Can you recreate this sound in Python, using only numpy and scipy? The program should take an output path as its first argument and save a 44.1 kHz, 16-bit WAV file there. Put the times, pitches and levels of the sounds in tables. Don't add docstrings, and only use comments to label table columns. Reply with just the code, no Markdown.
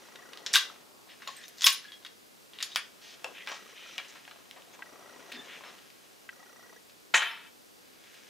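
import sys
import numpy as np
from scipy import signal
from scipy.fft import rfft, irfft, next_fast_len
from scipy.io import wavfile
from scipy.ndimage import uniform_filter1d

SR = 44100
rng = np.random.default_rng(int(sys.argv[2]) if len(sys.argv) > 2 else 0)


def store_pcm(level_fs):
    pcm = np.round(np.clip(level_fs, -1, 1) * 32767).astype(np.int16)
    wavfile.write(sys.argv[1], SR, np.atleast_2d(pcm).T)


def volts_from_db(level):
    exponent = np.asarray(level, float) / 20
    return 10 ** exponent


N = 365656


def read(points, hz):
    f, value = np.transpose(points)
    return np.interp(np.log(hz + 1), np.log(f + 1), value)


def evened(x):
    return x / np.sqrt(np.mean(x ** 2) + 1e-20)


def colour(x, points):
    n = next_fast_len(x.shape[-1])
    gain = volts_from_db(read(points, np.fft.rfftfreq(n, 1 / SR)))
    return irfft(rfft(x, n) * gain, n)[..., :x.shape[-1]]


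def add(mix, s, sound):
    part = mix[round(s * SR):][:len(sound)]
    part += sound[:len(part)]


def blow(hz, low_db, high_db, t60, body, edge_hz, crack_db, grit_db, count=48):
    t = np.arange(6144) / SR
    t60 = np.clip(t60, 0.01, 0.3)
    f = np.geomspace(500, 15000, count) * rng.uniform(0.93, 1.04, count)
    life = t60 * (f / 3000) ** -0.25 * rng.uniform(0.48, 0.66, count)
    size = volts_from_db(3.8 * rng.standard_normal(count)) * np.sqrt(f / 3000)
    modes = size @ np.exp(np.outer(2j * np.pi * f - np.log(1000) / life, t)).imag
    noise, lumps = rng.standard_normal((2, len(t)))
    grit = noise * volts_from_db(5.0 * evened(uniform_filter1d(lumps, 40)) - 60 * t / t60)
    first_contact = 3.3 * signal.unit_impulse(len(t), 16)
    crack = (noise + first_contact) * volts_from_db(-60 * t / 0.0051)
    x = modes / np.linalg.norm(size) + volts_from_db(grit_db) * grit + volts_from_db(crack_db) * crack
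    x *= 1 - np.exp(-t / 0.00017)
    shape = [(150, low_db - 22.5), (600, low_db + 6.0), (1000, low_db + 10),
             (min(0.79 * hz, 1900), -4), (hz, 0.1), (max(1.33 * hz, 4000), -5),
             (edge_hz, high_db + 4.5), (16000, high_db - 7.0)]
    bins = abs(np.fft.fftfreq(len(t), 1 / SR))
    gain = np.log(volts_from_db(read(sorted(shape), bins) + read(body, bins)))
    minimum_phase = np.exp(np.conj(signal.hilbert(gain)))
    x = np.fft.ifft(np.fft.fft(x) * minimum_phase).real
    return x / abs(x).max()


def wake(x, modes):
    return x + sum(volts_from_db(db) * signal.lfilter(*signal.iirpeak(hz, hz / width, SR), x)
                   for hz, width, db in modes)


def stroke(s, end, lo_hz, hi_hz, db, fade_db=0, taper=0.22):
    noise, lumps = rng.standard_normal((2, 16384))[:, :round((end - s) * SR)]
    fibre = noise * volts_from_db(1.2 * evened(uniform_filter1d(lumps, 120)))
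    band = [(lo_hz / 4, -50), (lo_hz, -4), (np.sqrt(lo_hz * hi_hz), 0),
            (hi_hz, -5), (1.4 * hi_hz, -24), (2.5 * hi_hz, -60)]
    fade = volts_from_db(db + np.linspace(0, fade_db, len(noise)))
    return fade * evened(colour(fibre, band)) * signal.windows.tukey(len(noise), taper)


def ring(hz, db, t60, flutter_db):
    t = np.arange(SR // 3) / SR
    twin_hz = hz + 35 * rng.standard_normal()
    pair = np.sin(2 * np.pi * hz * t) + 0.78 * np.sin(2 * np.pi * twin_hz * t)
    grip_db = flutter_db * evened(uniform_filter1d(rng.standard_normal(len(t)), size=300))
    return volts_from_db(db + grip_db - 60 * t / t60) * np.minimum(t / 0.0013, 1) * pair


# start_s, level_db, pitch_hz, decay_s
BOLT_SLAMS = [(2.6264, -16.5, 5570, 0.07), (0.5379, -9.5, 6000, 0.1), (0.542, -13.5, 5000, 0.14),
              (0.5464, -10.5, 3820, 0.12), (.5515, -10, 3730, 0.082), (0.5565, -3.5, 3750, 0.072),
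              (0.5662, -18, 3600, 0.13), (0.5735, -18.5, 3600, 0.22), (0.594, -29, 3600, 0.25),
              (0.612, -28, 3700, 0.28), (1.4812, -34.5, 7020, 0.054), (1.6092, -21.5, 5300, 0.07),
              (1.6199, -18.5, 5410, 0.14), (1.6344, -19, 5030, 0.037), (1.642, -14, 3520, 0.16),
              (1.6600, -14, 6500, 0.071), (1.663, -8.5, 3960, 0.28), (1.6660, -4.5, 5000, 0.13),
              (1.6699, -4, 2960, 0.078), (1.6735, -12.5, 3500, 0.12), (1.685, -17.5, 3700, .15),
              (2.749, -34, 5000, 0.027)]
# start_s, level_db, pitch_hz, decay_s
STEEL_CLACKS = [(0.1568, -35, 2670, 0.039), (0.3326, -33.5, 2300, 0.088), (0.3734, -31, 3280, 0.068),
                (0.463, -18.5, 4500, 0.088), (1.2205, -36.5, 1480, 0.15), (1.2752, -25.5, 4200, 0.13),
                (1.4368, -41, 3744, 0.1), (1.5834, -35, 5720, 0.2), (1.8433, -39.5, 1660, 0.14),
                (1.9197, -33, 3480, 0.15), (2.0268, -47, 3470, 0.12), (2.0488, -30.5, 1630, 0.067),
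                (2.0638, -33.5, 3900, 0.052), (2.5343, -37, 3300, 0.37), (2.587, -29, 2650, 0.12),
                (2.604, -27.5, 2380, 0.32), (2.631, -27, 3850, 0.098), (2.7182, -36.5, 3460, 0.15),
                (3.9805, -18.5, 3020, 0.016)]
# start_s, end_s, lowest_hz, highest_hz, level_db
BOLT_SLIDES = [(.47, .56, 1490, 5800, -49), (1.085, 1.146, 1790, 4200, -55), (1.193, 1.26, 901, 3750, -62),
               (1.297, 1.396, 1780, 7000, -57.5), (1.408, 1.465, 1380, 6750, -55.5),
               (1.567, 1.614, 2820, 7500, -55), (1.807, 1.918, 1500, 4700, -59.5),
               (2.54, 2.615, 1800, 4500, -60), (2.697, 2.76, 2000, 6860, -54.5)]
# pitch_hz, level_db
RIFLE_BODY = [(200, -19.5), (700, -6.5), (1080, 6), (1300, -1), (1700, 0), (2250, -3), (3500, 1.5),
              (9000, 0.5)]
# pitch_hz, width_hz, level_db
ACTION_MODES = [(1076, 60, -2), (1540, 61, 0), (1760, 57, -0.5), (1997, 38, 3), (2380, 60, -5),
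                (2840, 76, -1), (3120, 41, -3.5), (3370, 52, -2), (3750, 82, 1.5), (4750, 42, -6),
                (5320, 35, 2.5), (6050, 83, 0.5), (6900, 80, -1.5), (11700, 2100, 3.5)]


def bolt_action():
    steel = np.zeros(N)
    for rows, low_db, high_db in ((STEEL_CLACKS, -26.5, -33), (BOLT_SLAMS, -25, -22.5)):
        for s, db, hz, t60 in rows:
            hit = blow(hz, low_db, high_db, t60, RIFLE_BODY, 9670, crack_db=16, grit_db=2.5)
            add(steel, s, volts_from_db(db) * hit)
    for row in BOLT_SLIDES:
        add(steel, row[0], stroke(*row))
    return volts_from_db(-1.5) * wake(steel, ACTION_MODES)


# start_s, pitch_hz, level_db, decay_s
LOOSE_RINGS = [(0.538, 1800, -22, 0.024), (0.539, 2240, -35.5, 0.091), (0.561, 1177, -28, 0.071),
               (0.699, 1290, -39, 0.017), (1.621, 3430, -32, 0.033), (1.643, 3390, -11.5, 0.03),
               (1.668, 1107, -34.5, 0.21), (1.85, 1684, -50.5, 0.33), (1.884, 3330, -49, 0.071),
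               (3.244, 2686, -30.5, 0.033), (1.921, 3290, -48.5, 0.12), (2.608, 3900, -43, 0.092),
               (2.718, 3780, -51, 0.14), (2.762, 1040, -50, 0.1), (3.248, 515, -46.5, 0.1),
               (3.251, 1270, -49.5, 0.094), (7.143, 1647, -21.5, 0.073), (3.98, 3125, -34, 0.03),
               (0.558, 1560, -19.5, 0.039), (3.985, 2320, -37, 0.05)]


def loose_rings():
    out = np.zeros(N)
    for s, hz, db, t60 in LOOSE_RINGS:
        add(out, s, ring(hz, db, t60, flutter_db=1))
    return out


# pitch_hz, decay_s, [(start_s, level_db)] for each excitation
BRASS_MODES = [
    (5300, 0.25, [(1.11, -61), (1.61, -48), (1.642, -26), (1.7, -43), (1.935, -62), (5.65, -55), (7.31, -55.5)]),
    (6930, 0.099, [(1.276, -44), (1.667, -31)]),
    (8142, 0.14, [(1.365, -52), (1.702, -39)]),
    (10262, 0.18, [(1.645, -35), (1.695, -39), (1.726, -37.5), (7.148, -46), (7.165, -44.5), (7.23, -56), (7.28, -56.5)]),
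    (13640, 0.152, [(1.365, -61), (1.575, -59.5), (1.642, -32), (1.683, -36), (1.725, -50)]),
]


def brass_case():
    out = np.zeros(N)
    for hz, t60, taps in BRASS_MODES:
        for s, db in taps:
            add(out, s, ring(hz, db, t60, flutter_db=2))
    return out


# start_s, level_db, pitch_hz, body_db under it,
# decay_s
PLANK_KNOCKS = [(1.274, -28, 1919, -4.5, 0.13), (3.2445, -27, 2670, 1, 0.13),
                (3.3821, -33, 2600, -26, 0.066), (3.473, -23, 2190, -14, 0.13),
                (3.4995, -31.5, 1820, -9, 0.21), (3.517, -27, 5300, -7.5, 0.21),
                (3.9853, -29.5, 2480, -14, 0.16), (4.156, -38, 2740, -14.5, 0.13),
                (4.2515, -40, 3400, -23, 0.03), (4.2777, -37.5, 2600, -14, 0.05),
                (4.3113, -37, 3370, -12, 0.11), (4.3597, -42, 3000, -2, 0.054), (4.5624, -42, 1820, 0, 0.3),
                (4.7917, -38.5, 1610, 2, 0.14), (5.4733, -41.5, 1640, -3, 0.1),
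                (5.6078, -39, 2530, 1, 0.11), (5.6374, -33, 2780, -9, 0.19)]
# start_s, level_db, pitch_hz, decay_s
LIGHT_TICKS = [(2.7591, -12.5, 2260, 0.05), (2.7709, -26, 1920, 0.18), (3.4887, -29.5, 1560, 0.11),
               (3.244, -25, 5570, 0.022), (4.0475, -40, 3080, 0.11), (4.511, -32, 3400, 0.015),
               (4.621, -39.5, 3800, 0.075), (5.3188, -30.5, 2040, 0.03), (5.322, -27, 3560, 0.055),
               (3.463, -39, 5520, .05), (1.366, -47, 6000, .05), (1.375, -41, 6000, .05),
               (5.788, -42, 2670, 0.079), (5.902, -43, 5060, 0.12), (6.896, -44, 4000, 0.066),
               (7.1435, -22, 6100, 0.3), (8.039, -44, 3080, 0.35), (8.142, -41.5, 3100, 0.1)]
# pitch_hz, level_db
WOOD_BODY = [(200, 7.5), (500, -1.5), (1000, 1), (1500, 2.5), (3000, 1), (4600, -4.5), (9000, -8),
             (14000, -5)]


def bench():
    out = np.zeros(N)
    hits = [(s, db, hz, low_db, -25, t60) for s, db, hz, low_db, t60 in PLANK_KNOCKS]
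    hits += [(s, db, hz, -27.5, -14.5, t60) for s, db, hz, t60 in LIGHT_TICKS]
    for s, db, *rest in hits:
        add(out, s, volts_from_db(db) * blow(*rest, WOOD_BODY, 8200, crack_db=14.0, grit_db=-1.0))
    return out


# start_s, level_db, pitch_hz, decay_s
CASE_BOUNCES = [
    (7.1389, -17, 1520, 0.079),
    (7.1419, -6.5, 1740, 0.08),
    (7.1465, -11, 2420, 0.24),
    (7.152, -13.5, 2300, .15),
    (7.176, -18, 2600, 0.22),
    (7.2205, -16.5, 1580, 0.18),
    (7.2567, -25, 2620, 0.17),
    (7.29, -30, 2800, .12),
]
# start_s, end_s, lowest_hz, highest_hz, level_db
BOX_SETTLING = (7.15, 7.5, 900, 3800, -28.5)
# pitch_hz, width_hz, level_db
BOX_MODES = [(917, 50, 0), (1380, 40, -2), (1720, 49, -1), (1890, 64, -4), (2325, 47, 2), (2580, 34, 2),
             (3095, 60, 4.5), (3530, 90, 0)]


def box():
    out = np.zeros(N)
    for s, db, hz, t60 in CASE_BOUNCES:
        add(out, s, volts_from_db(db) * blow(hz, -16, -27, t60, WOOD_BODY, 6500, crack_db=7, grit_db=-2.5))
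    add(out, BOX_SETTLING[0], stroke(*BOX_SETTLING, fade_db=-31, taper=0.09))
    return volts_from_db(-3.0) * wake(out, BOX_MODES)


# start_s, end_s, pitch_hz,
# width_hz, level_db
SINGING_BANDS = [(7.218, 7.24, 1730, 1060, -30.5), (2.76, 2.81, 1880, 1500, -38),
                 (1.27, 1.315, 1090, 60, -44), (1.393, 1.47, 5340, 30, -60), (1.437, 1.47, 3740, 60, -53),
                 (1.36, 1.471, 1800, 220, -55), (1.455, 1.466, 6100, 200, -53),
                 (2.72, 2.748, 3800, 250, -51), (3.244, 3.275, 900, 820, -46.5),
                 (3.428, 3.45, 2000, 200, -54), (3.475, 3.555, 5800, 130, -56), (3.508, 3.54, 950, 500, -50),
                 (3.75, 3.98, 3080, 120, -57.5), (3.748, 3.98, 2430, 80, -59), (3.76, 3.97, 3800, 120, -68),
                 (5.322, 5.2, 1750, 200, -54), (5.36, 5.44, 3550, 65, -50), (5.512, 5.56, 2950, 120, -56),
                 (.531, .546, 6000, 4800, -29), (1.273, 1.285, 12500, 3850, -55),
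                 (1.479, 1.5, 12000, 2500, -53), (1.65, 1.69, 12800, 3000, -33.5),
                 (2.63, 2.68, 10500, 2500, -51), (2.756, 2.81, 10200, 500, -48),
                 (2.76, 2.79, 14000, 1000, -53), (7.145, 7.4, 12500, 2500, -63),
                 (7.148, 7.195, 14430, 40, -60), (7.23, 7.31, 14430, 40, -64), (7.19, 7.29, 8142, 35, -57.5),
                 (7.14, 7.2, 6730, 1800, -30.5), (3.244, 3.285, 2700, 430, -50)]


def singing_parts():
    out = np.zeros(N)
    for s, end, hz, width, db in SINGING_BANDS:
        noise = rng.standard_normal(12288)
        peak = signal.iirpeak(hz, hz / width, SR)
        x = signal.lfilter(*peak, signal.lfilter(*peak, noise))
        x = evened(x)[-round((end - s) * SR):]
        swell = np.sin(np.pi * np.linspace(0, 1, len(x)) ** 0.55)
        add(out, s, volts_from_db(db) * x * swell)
    return out


# start_s, end_s, lowest_hz, highest_hz, level_db
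SLING_STROKES = [(3.008, 3.163, 1690, 6200, -52.5), (3.262, 3.33, 299, 1500, -55),
                 (3.341, 3.433, 1780, 3400, -49), (3.499, 3.582, 600, 7060, -50.5),
                 (3.748, 3.978, 2100, 3920, -54), (3.86, 3.97, 5200, 6460, -60.5),
                 (4.08, 4.113, 4470, 7400, -55), (4.155, 4.205, 1800, 3480, -66),
                 (4.732, 4.76, 1510, 3500, -57), (4.729, 4.755, 6000, 7000, -61),
                 (5.316, 5.372, 1540, 5000, -48), (5.326, 5.406, 245, 377, -54),
                 (5.474, 5.585, 1470, 3500, -49.5), (5.523, 5.573, 2600, 3270, -58),
                 (5.636, 5.715, 400, 3930, -52)]


def sling_strokes():
    out = np.zeros(N)
    for row in SLING_STROKES:
        add(out, row[0], stroke(*row))
    return out


# start_s, level_db
CLOTH_EFFORT = [(0, -57), (.39, -61), (.76, -56), (.95, -73), (1.3, -52), (1.85, -62), (2.05, -65.5),
                (2.9, -65.5), (3.3, -55.5), (4.13, -50.5), (4.32, -59), (5.0, -61), (5.5, -48.5),
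                (5.96, -60.5), (6.3, -64.5), (7.7, -69.5), (8.15, -53.5), (8.29, -56)]
# start_s, level_db
BENCH_SCUFF = [(0, -58), (.53, -52.5), (.76, -57), (1.3, -63), (1.85, -65.5), (2.31, -67), (2.6, -62.5),
               (3.0, -62.5), (3.3, -59), (3.8, -67), (4.13, -59.5), (4.57, -61), (4.94, -53), (5.6, -53),
               (5.96, -67), (6.56, -61.5), (6.9, -66.5), (8.29, -67.5)]
# pitch_hz, level_db
RUBBING_RANGE = [(60, -30), (200, 0), (9000, 0), (14000, -30)]


def rubbing():
    t = np.arange(N) / SR
    effort_db = np.interp(t, *np.transpose(CLOTH_EFFORT))
    scuff_db = np.interp(t, *np.transpose(BENCH_SCUFF))
    fizz_db = -66 + (effort_db + 59.0)
    slip_sizes = volts_from_db(1.2 * np.minimum(rng.exponential(1, N), 5))
    happens = rng.random(N) < 5000 / SR
    slips = slip_sizes * happens * rng.standard_normal(N)
    slips *= volts_from_db(1.44 * evened(uniform_filter1d(rng.standard_normal(N), 500)))
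    cloth = [(900, -16.0), (1600, 1.5), (2900, 2.5), (4200, -1.5), (5500, -54.0)]
    scuff = [(120, -6.5), (300, -2.5), (700, -0.5), (1300, -3.5), (1900, -29)]
    fizz = [(3600, -74), (4800, 7.5), (6500, 8.5), (8000, -4), (12000, -16.0)]
    parts = ((effort_db, cloth), (scuff_db, scuff), (fizz_db, fizz))
    return colour(sum(volts_from_db(db) * evened(colour(slips, band)) for db, band in parts), RUBBING_RANGE)


# pitch_hz, decay_s
SHELTER_DECAY = [(300, 0.33), (1000, 0.29), (3000, 0.3), (6000, 0.29), (12000, 0.11)]


def shelter(x):
    taps = np.zeros((2, SR // 2))
    slots = np.arange(120, SR // 2 - 20, 20)
    at = slots + rng.integers(0, 20, (1, len(slots)))
    signs = rng.choice([-1., 1.], (2, len(slots)))
    np.put_along_axis(taps, np.vstack([at, at]), signs, 1)
    hz, t, z = signal.stft(taps, SR, nperseg=256)
    decay = volts_from_db(-60 * t / read(SHELTER_DECAY, hz)[:, None])
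    mid, side = signal.istft(z * decay, SR, nperseg=256)[1]
    side = colour(side, [(250, 0.1), (600, -7), (1500, -8), (4000, -6), (9000, -4)])
    response = np.array([mid + side, mid - side]) / np.linalg.norm(mid)
    return signal.fftconvolve(x[None], response, axes=1)[:, :N]


MOTOR_RUNS = [
    .0172,
    3.5222,
    4.8552,
    6.3242,
]
# pitch_hz, level_db, delay_s, length_s, spread_db
STEP_MODES = [(5800, -59, 0.0023, 0.012, 0.5), (1926, -61.5, 0.009, 0.02, 7.5),
              (1948, -59, 0.00298, 0.011, 4), (1340, -59.5, 0.0039, 0.014, 6.5),
              (990, -78, 0.00286, 0.029, 4.5), (449, -61.5, 0.00259, 0.017, 3.5),
              (4800, -81, 0.011, .01, 4)]
# start_s, level_db
CATCH_CLICKS = [
    (4.8224, -25.5),
    (6.2908, -25.5),
]
# pitch_hz, level_db, decay_s
CATCH_RING = [(1630, 10, 0.063), (1915, 11, 0.032), (2670, 10, 0.0082), (3000, -2, 0.039),
              (4200, -16, 0.043)]


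def lens():
    out, jolts = np.zeros((2, N))
    for s in np.add.outer(MOTOR_RUNS, np.arange(14) / 30).ravel():
        draws = rng.standard_normal((len(STEP_MODES), 3))
        for (hz, db, delay, length, spread_db), (a, b, c) in zip(STEP_MODES, draws):
            t = np.arange(0, length, 1 / SR)
            step_hz = hz + 140 * b * (hz < 1700)
            burst = np.sin(np.pi * t / length) * np.sin(2 * np.pi * step_hz * t + 9 * c)
            start = s + abs(delay + 0.00036 * spread_db * c)
            add(out, start, volts_from_db(db + spread_db * np.tanh(a)) * burst)
        jolt_db = -56.5 + 0.31 * rng.standard_normal()
        add(jolts, s, volts_from_db(jolt_db) * np.hanning(400) * rng.standard_normal(400))
    out += 4 * colour(jolts, [(300, 0), (1500, 0), (3500, -16), (6000, -40)])
    t = np.arange(2000) / SR
    click = sum(volts_from_db(db - 60 * t / np.clip(t60, 0.01, 0.03)) * np.sin(2 * np.pi * hz * t)
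                for hz, db, t60 in CATCH_RING)
    click *= np.minimum(t / 0.0006, 1)
    for s, db in CATCH_CLICKS:
        for lag, lag_db in ((0, -6), (0.0045, -11)):
            add(out, s + lag, volts_from_db(db + lag_db) * click / abs(click).max())
    return colour(out, [(100, -42), (350, 1.76)]) * volts_from_db(np.array([[0.6], [-0.6]]))


# pitch_hz, level_db per Hz
HISS_SPECTRUM = [(20, -24.5), (87, -12.5), (232, -3), (450, -2.5), (932, -11), (1700, -12), (4680, -9),
                 (15500, -15.5)]
# pitch_hz, level_db of side minus mid
HISS_WIDTH = [(60, 6), (150, 6), (500, 4.5), (1290, 7.5), (2380, 2.5), (4400, -4), (8120, -11.5),
              (15000, -44)]


def floor():
    hiss_db, hiss_top_hz, whine_hz, whine_db = -60, 15720, 4740, -78.5
    n = next_fast_len(N)
    top = [(hiss_top_hz - 700, 0), (hiss_top_hz - 60, -5), (hiss_top_hz, -50)]
    a, b, c = colour(rng.standard_normal((3, n)), top)
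    mid = colour(a, HISS_SPECTRUM)
    side = colour(colour(b, HISS_SPECTRUM), HISS_WIDTH)
    whine = evened(colour(c, [(whine_hz - 90, -60), (whine_hz, 0), (whine_hz + 90, -60)]))
    scale = volts_from_db(hiss_db) / mid.std()
    return (scale * np.array([mid + side, mid - side]) + volts_from_db(whine_db) * whine)[:, :N]


# pitch_hz, level_db of left minus right
LEFT_LEAN = [(250, 7.5), (500, 8), (1000, 4), (2000, 1.4), (8000, 0)]


def scene():
    handling = bolt_action() + loose_rings() + brass_case() + bench() + box()
    handling += singing_parts() + sling_strokes()
    low_cut = signal.butter(2, 170, "high", fs=SR)
    near = signal.lfilter(*low_cut, handling) + volts_from_db(-5.5) * rubbing()
    heard = near + volts_from_db(-10.5) * shelter(near)
    lean = [[(hz, side * db / 2) for hz, db in LEFT_LEAN] for side in (1, -1)]
    return np.array([colour(c, p) for c, p in zip(heard, lean)]) + lens() + floor()


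def top_cut(x):
    return signal.sosfilt(signal.butter(12, 16660, fs=SR, output="sos"), x)


def record(dry):
    return top_cut(dry)


dry = scene()
out = record(dry)
store_pcm(out)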